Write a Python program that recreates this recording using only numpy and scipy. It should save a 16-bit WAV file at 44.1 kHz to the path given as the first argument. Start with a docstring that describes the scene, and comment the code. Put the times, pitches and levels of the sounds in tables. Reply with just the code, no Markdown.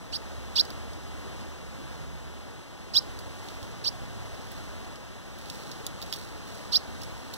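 """From the start, open air washes softly and far engines drone. A small songbird in a wooden cage among
trees gives two rising chirps, each a pair of notes gliding through one throat resonance. Claws tick on
perch and wires; a third chirp follows, then rustling wings, a landing thump and a fourth. The hopping
grows busy, and the fifth chirp comes before the last ticks. Throughout, two microphones a hand apart
and of opposite polarity make the bass wide and hollow."""
import sys
import numpy as np
from scipy import signal
from scipy.fft import rfft, irfft, next_fast_len
from scipy.io import wavfile
from scipy.ndimage import uniform_filter1d

SR = 44100
rng = np.random.default_rng(int(sys.argv[2]) if len(sys.argv) > 2 else 0)


def wrap_up_sound(samples):
    """Save the sound to the file named by the first command line argument, as 16-bit audio."""
    columns = np.atleast_2d(samples).T
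    # keep every value between -1 and 1, then stretch to whole-number steps
    tamed = np.clip(columns, -1, 1)
    steps = np.round(tamed * 32767).astype(np.int16)
    wavfile.write(sys.argv[1], SR, steps)


N = 325017
TIME = np.arange(N) / SR

# Spectrum of the open air. Each row: frequency in Hz, relative density in dB.
AIR_SPECTRUM = [(20, -18), (35, -3), (55, 0), (100, -2), (200, -5.5), (400, -9), (900, -13), (1600, -17),
                (3000, -21), (6000, -26.5), (10000, -35), (15500, -41)]
# Likeness of the wash at the two microphones. Each row: frequency in Hz, coherence from 0 to 1.
AIR_COHERENCE = [(50, 1), (300, 0.96), (1000, 0.96), (2300, 1), (5000, 0.87), (9000, 0.67), (15000, 0.97)]
# The background wash briefly drops in level. Each row: start in seconds, end in seconds, gain in dB.
WASH_GAIN_DIPS = [(-.3, 0.152, -2.5), (2.046, 2.998, -2), (4.952, 5.555, -2)]
# Far engines. 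Each row: start and length in seconds, first and last pitch in Hz, left level in dB.
ENGINE_NOTES = [(0.022, 2.576, 67.2, 66.8, -43), (1.72, 0.347, 131, 139, -43),
                (1.86, 0.48, 154, 149.6, -45), (2.72, .93, 80, 91.25, -45.5),
                (2.899, 2.23, 44.5, 47.8, -48), (3.6, 0.812, 112, 100.4, -42.5),
                (4.3, 0.56, 98, 89.83, -49), (5.844, 0.58, 79, 73.1, -53.5),
                (6.601, 0.847, 74, 68.6, -47.5)]
# Chirps. Each row: start and length in seconds, first and last pitch of the low glide in Hz, its sag as
# a fraction, pitch where the high note lingers in Hz, relative level in dB, gains in dB of the high note
# and the overtones, added gains in dB of the low and the high note while hoarse, moment of the push
# as a fraction of the length.
SONG = [(0.1185, 0.0573, 2339, 5600, 0.02, 4713, -33.2, 0.5, 1, 12.5, -2, .7),
        (0.5518, 0.066, 1866, 5418, 0, 4900, -18.7, -4.2, -4, -1, -3, .73),
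        (2.9334, 0.0642, 2300, 5748, 0.01, 4966, -18.2, -4.5, -4, -4.5, -9, 0.57),
        (3.8371, 0.0609, 2144, 5853, 0.03, 4662, -28.2, 2.5, 1, 2, -6, 0.73),
        (6.7158, 0.06875, 2340, 6443, .085, 4830, -20.5, -2, -4, -14, -5, 0.66)]
# Resonance of the throat. Each row: frequency in Hz, gain in dB.
THROAT_RESPONSE = [(1900, -35), (2600, -18.5), (3200, -9.3), (3700, -4.5), (4500, .8), (5050, 0.5),
                   (5550, -10), (6300, -18.5), (7000, -39)]
# Tone colour of the chirps' bright overtones and hiss. Each row: frequency in Hz, gain in dB.
OVERTONE_COLOUR = [(1500, -52), (5500, -28), (7200, -3), (9200, -6), (10300, -15.5), (11700, -8),
                   (12700, -3), (15500, -8.5)]
# Reverberation of the trees. Each row: frequency in Hz, time to decay by 60 dB (t60) in seconds.
TREE_DECAY = [(1500, 0.19), (4500, 0.364), (9000, 0.117), (15000, 0.062)]
# Claws and beak on the cage. 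Each row: start in seconds, relative level in dB, crack against ring in dB,
# t60 of the scratch in seconds.
CONTACTS = [(0.6517, -38.5, -13, .03), (.704, -38, -9, .025), (3.1899, -41, -3, .055),
            (3.486, -40.5, -11, .04), (3.629, -43, -7, .03), (4.518, -42.5, -2, .04),
            (4.958, -45.5, -14.5, .03), (5.3865, -47.5, -2, .04), (5.5, -32.5, -11, .033),
            (5.7153, -38, -15, .04), (5.866, -27, -3.5, .027), (6.0164, -39, -8, .05),
            (6.0249, -35, -10, .043), (6.1262, -27, -12, .055), (6.137, -29.5, -11.5, .048),
            (6.1617, -38.5, -6, .045), (6.187, -44, -6, .05), (7.018, -40.5, -8, .04),
            (7.034, -37.5, -8.5, .047), (7.3383, -35, -7, .04)]
# Modes of perch and wires. Each row: frequency in Hz, relative level in dB, t60 in seconds.
CAGE_MODES = [(3400, -.5, 0.0045), (3658, -3.5, 0.01), (4245, -0.5, 0.0065), (4885, 6, 0.004),
              (5490, -17, 0.013), (6710, -5, 0.0048), (9020, -14.5, 0.0054), (14270, -10.5, 0.0042)]
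# Wings and twigs. Each row: peak time in seconds, relative level in dB, rise and fade in seconds.
WING_FLURRIES = [(3.48, -58.5, 0.215, 0.45), (4.5, -56.5, 0.18, 0.225), (5.55, -52, 0.153, .25),
                 (6.145, -48, 0.061, 0.13), (6.53, -51.5, 0.074, 0.15), (7.04, -57.5, 0.26, 0.185),
                 (7.35, -55, 0.174, 0.104)]
# Spectrum of the rustle. Each row: frequency in Hz, relative density in dB.
RUSTLE_SPECTRUM = [(1000, -26.5), (2500, -16.5), (4000, 6), (6000, -1.5), (9000, -7), (15000, -11)]

AIR_LAG_S, CAGE_LAG_S = .000427, -.000425  # positive when the sound reaches the left microphone first
SCOOP, SCOOP_S = 0.3477, 0.003858  # the low note starts flat by this fraction and settles
HOLD_FROM_HZ, HOLD_CREEP = 3500, 0.399  # near this low pitch, the high note climbs this share as fast
LOCKED_RATIO, CLOSEST_RATIO = 1.5, 1.26  # high note over low note, before and after it lingers
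ATTACK_S, RELEASE_S = 0.01803, .0074
PUSH_DB, PUSH_S = 4, 0.00514  # one push of breath in each chirp


def from_db(db):
    """Converts decibels to an amplitude ratio."""
    return 10 ** (np.asarray(db) / 20)


def unit(x):
    """Normalises to rms 1."""
    return x / np.sqrt(np.mean(x ** 2) + 1e-20)


def by_hz(points, hz):
    """Interpolates a table on a log-frequency axis."""
    f, value = np.transpose(points)
    return np.interp(np.log(hz + 1), np.log(f + 1), value)


def coloured(x, points):
    """Filters by multiplying the spectrum with a gain curve given in dB."""
    size = next_fast_len(len(x), real=True)
    gain = from_db(by_hz(points, np.fft.rfftfreq(size, 1 / SR)))
    return irfft(rfft(x, size) * gain, size)[:len(x)]


def add(mix, s, sound):
    """Superposes a sound on the mix at second s."""
    part = mix[max(round(s * SR), 0):][:len(sound)]
    part += sound[:len(part)]


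def wander(size, rate_hz, step=8):
    """Low-passed noise gives smooth random motion of rms 1."""
    coarse = next_fast_len(size // step + 1)
    hz = np.fft.rfftfreq(coarse, step / SR)
    slow = irfft(rfft(rng.standard_normal(coarse)) / (1 + (hz / rate_hz) ** 4))
    return unit(np.interp(np.arange(size) / step, np.arange(len(slow)), slow))


def microphones(left, right, lag_s):
    """A path difference shifts the right signal by lag_s; its microphone has opposite polarity."""
    size = next_fast_len(N, real=True)
    delay = np.exp(-2j * np.pi * np.fft.rfftfreq(size, 1 / SR) * lag_s)
    return np.array([left, -irfft(rfft(right, size) * delay, size)[:N]])


def wash(level_db=-40.5, left_db=0.2386, swell_db=0.44, dip_edge_s=0.046):
    """Partly coherent broadband noise forms the background wash; its level briefly drops three times."""
    size = next_fast_len(N, real=True)
    hz = np.fft.rfftfreq(size, 1 / SR)
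    shared, own = rfft(rng.standard_normal((2, size))) * from_db(by_hz(AIR_SPECTRUM, hz))
    coherence = by_hz(AIR_COHERENCE, hz)
    left = unit(irfft(shared, size)[:N])
    right = unit(irfft(coherence * shared + np.sqrt(1 - coherence ** 2) * own, size)[:N])
    pair = microphones(left * from_db(left_db), right * from_db(-left_db), AIR_LAG_S)
    dip_db = sum(db * (np.tanh((TIME - start) / dip_edge_s) - np.tanh((TIME - end) / dip_edge_s)) / 2
                 for start, end, db in WASH_GAIN_DIPS)
    return pair * from_db(level_db + dip_db + swell_db * wander(N, 3.5))


def engines(unsteady=0.16, drift=0.0064, fade_s=0.19, right_db=2.35):
    """Only the fundamental of each far engine carries, wavering in pitch and strength on the way."""
    drone = np.zeros(N)
    for s, length, first_hz, last_hz, db in ENGINE_NOTES:
        t = np.arange(0, length, 1 / SR)
        hz = np.linspace(first_hz, last_hz, len(t)) * (1 + drift * wander(len(t), 3.6))
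        fade = np.clip(np.minimum(t, length - t) / fade_s, 0, 1)
        amplitude = from_db(db) * fade * (1 + unsteady * wander(len(t), 5.9))
        add(drone, s, amplitude * np.sin(2 * np.pi * np.cumsum(hz) / SR))
    return microphones(drone, drone * from_db(right_db), AIR_LAG_S)


def membrane_phase(hz, flutter):
    """Phase is the integral of frequency, here modulated at random by a fluttering membrane."""
    fluttering_hz = hz * (1 + flutter * wander(len(hz), 1090))
    return 2 * np.pi * (np.cumsum(fluttering_hz) / SR + rng.random())


def chirp(length, start_hz, end_hz, sag, hold_hz, level_db, high_db, over_db,
          low_start_db, high_start_db, push_at):
    """Two coupled notes rise locked at 2:3, then slip to a closer ratio; their beat adds side tones."""
    t = np.arange(0, length, 1 / SR)
    progress = t / length
    glide_hz = start_hz * (end_hz / start_hz) ** progress
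    bow = 1 - sag * (1 - (2 * progress - 1) ** 2)
    low_hz = glide_hz * bow * (1 - SCOOP * np.exp(-t / SCOOP_S))
    lingering_hz = hold_hz + HOLD_CREEP * (low_hz - HOLD_FROM_HZ)
    high_hz = np.clip(lingering_hz, CLOSEST_RATIO * low_hz, LOCKED_RATIO * low_hz)
    unlocked = (LOCKED_RATIO - high_hz / low_hz) / (LOCKED_RATIO - CLOSEST_RATIO)
    slack = np.clip((3400 - low_hz) / 900, 0, 1)
    flutter = 0.0116 + 0.0152 * slack  # slack membranes flutter more, so the low start is hoarse
    low, high = membrane_phase(low_hz, flutter), membrane_phase(high_hz, flutter)
    beat_hz, beat = high_hz - low_hz, high - low
    partials = [(from_db(low_start_db * slack), low_hz, low),
                (from_db(high_db + high_start_db * slack), high_hz, high),
                (from_db(over_db - 14 * unlocked), high_hz + beat_hz, high + beat + np.pi),
                (from_db(over_db + 1) * slack, high_hz + 2 * beat_hz, high + 2 * beat),
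                (from_db(-24) * unlocked, low_hz - beat_hz, low - beat)]
    push_db = PUSH_DB * np.exp(-((t - push_at * length) / PUSH_S) ** 2)
    ramp = np.clip(np.minimum(t / ATTACK_S, (length - t) / RELEASE_S), 0, 1)
    breath = from_db(level_db + push_db) * np.sin(np.pi / 2 * ramp) ** 2
    voice, effort = throat(partials, breath)
    return voice + bright_overtones(voice, effort)


def throat(partials, breath, shimmer_db=1.2, roughness=0.174):
    """A resonance weights each flickering partial by its pitch; gives the voice and its envelope."""
    size = len(breath)
    tones = [(breath * gain * from_db(by_hz(THROAT_RESPONSE, hz) + shimmer_db * wander(size, 160)), phase)
             for gain, hz, phase in partials]
    voice = sum(gain * (1 + roughness * wander(size, 845)) * np.sin(phase) for gain, phase in tones)
    effort = np.sqrt(sum(gain ** 2 for gain, _ in tones)) + 1e-12
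    return voice, effort


def bright_overtones(voice, effort, square_db=-28.5, cube_db=-14, hiss_db=-23):
    """Nonlinear membranes add harmonics and the breath adds hiss; both share one bright tone colour."""
    swing = voice / effort
    second = from_db(square_db) * effort ** 0.343 * swing ** 2  # persists even in soft song
    third = from_db(cube_db) * effort * swing ** 3
    hiss = from_db(hiss_db) * effort * rng.standard_normal(len(voice))
    return coloured(second + third + hiss, OVERTONE_COLOUR)


def tree_echo(x, near_db=-21.5, far_db=-31, near_t60=.08, echoes_per_s=3000):
    """Scattering from close twigs gives a quick echo, from trunks further off a longer one."""
    size = SR // 2
    taps = rng.standard_normal((2, 2, size)) * (rng.random((2, 2, size)) < echoes_per_s / SR)
    taps[..., :100] = 0  # reflections arrive after the direct sound
    near = taps[0] * from_db(-60 * np.arange(size) / SR / near_t60)
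    hz, t, spectra = signal.stft(taps[1], SR, nperseg=256)
    decay = from_db(-60 * t / by_hz(TREE_DECAY, hz)[:, None])
    far = signal.istft(spectra * decay, SR, nperseg=256)[1][:, :size]
    echo = from_db(near_db) * near / np.linalg.norm(near[0])
    echo += from_db(far_db) * far / np.linalg.norm(far[0])
    return signal.fftconvolve(x[None], echo, axes=1)[:, :N]


def tick(level_db, crack_db, scratch_t60=.035, snap_db=4, snap_t60=.003):
    """A sharp snap and a brief scratch excite the damped modes of perch and wires."""
    t = np.arange(4000) / SR
    force = from_db(-60 * t / scratch_t60) + from_db(snap_db - 60 * t / snap_t60)
    contact = rng.standard_normal(len(t)) * force
    modes = np.zeros(len(t))
    for hz, db, t60 in CAGE_MODES:
        spot_hz = hz * rng.uniform(1, 1.05)  # every spot on the cage rings a little differently
        modes += from_db(db - 60 * t / t60) * np.sin(2 * np.pi * (spot_hz * t + rng.random()))
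    ring = signal.fftconvolve(contact, modes)[:len(t)]
    crack = signal.sosfilt(signal.butter(2, (5000, 15000), "band", fs=SR, output="sos"), contact)
    radiation = signal.butter(2, 2200, "high", fs=SR, output="sos")  # small parts radiate no bass
    sound = signal.sosfilt(radiation, unit(ring) + from_db(crack_db) * unit(crack))
    peak_rms = np.sqrt(uniform_filter1d(sound ** 2, size=88).max())  # over the loudest 2 ms
    return from_db(level_db) * sound / peak_rms


def shuffles(per_s=1.1, level_db=-49, spread_db=2.5, crack_db=-10):
    """Faint steps fall at random times. Each row: start in seconds, relative level and crack in dB."""
    draws = rng.random((round(per_s * N / SR), 2))
    return [(when * N / SR, level_db + spread_db * (2 * force - 1), crack_db) for when, force in draws]


def rustle(grain_db=3, edge_db=-8):
    """Feathers and twigs crackle as modulated noise; overlapping flurries add in power."""
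    grains = rng.standard_normal(N) * from_db(grain_db * wander(N, 174))
    power = sum(from_db(db + edge_db * np.maximum((s - TIME) / rise, (TIME - s) / fade)) ** 2
                for s, db, rise, fade in WING_FLURRIES)
    return unit(coloured(grains, RUSTLE_SPECTRUM)) * np.sqrt(power)


def landing_thump(hz=100, level_db=-33, t60=.09):
    """A landing excites one low, well damped mode of the wooden floor."""
    t = np.arange(SR // 4) / SR
    return from_db(level_db - 60 * t / t60) * np.sin(2 * np.pi * hz * t)


def scene(cage_db=4.5, far_side_db=-5.6):
    """The sources superpose; the cage, nearer the right microphone, is earlier and louder there."""
    cage = rustle()
    for s, *call in SONG:
        add(cage, s, chirp(*call))
    for s, *blow in CONTACTS + shuffles():
        add(cage, s, tick(*blow))
    add(cage, 3.625, landing_thump())
    direct = from_db(cage_db) * microphones(cage * from_db(far_side_db), cage, CAGE_LAG_S)
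    return direct + tree_echo(cage) + wash() + engines()


def record(dry, edge_hz=15900):
    """A steep linear-phase low-pass filter limits the band."""
    lowpass = signal.firwin(511, edge_hz, window=("kaiser", 9), fs=SR)
    return signal.oaconvolve(dry, lowpass[None], "same")


dry = scene()
out = record(dry)
wrap_up_sound(out)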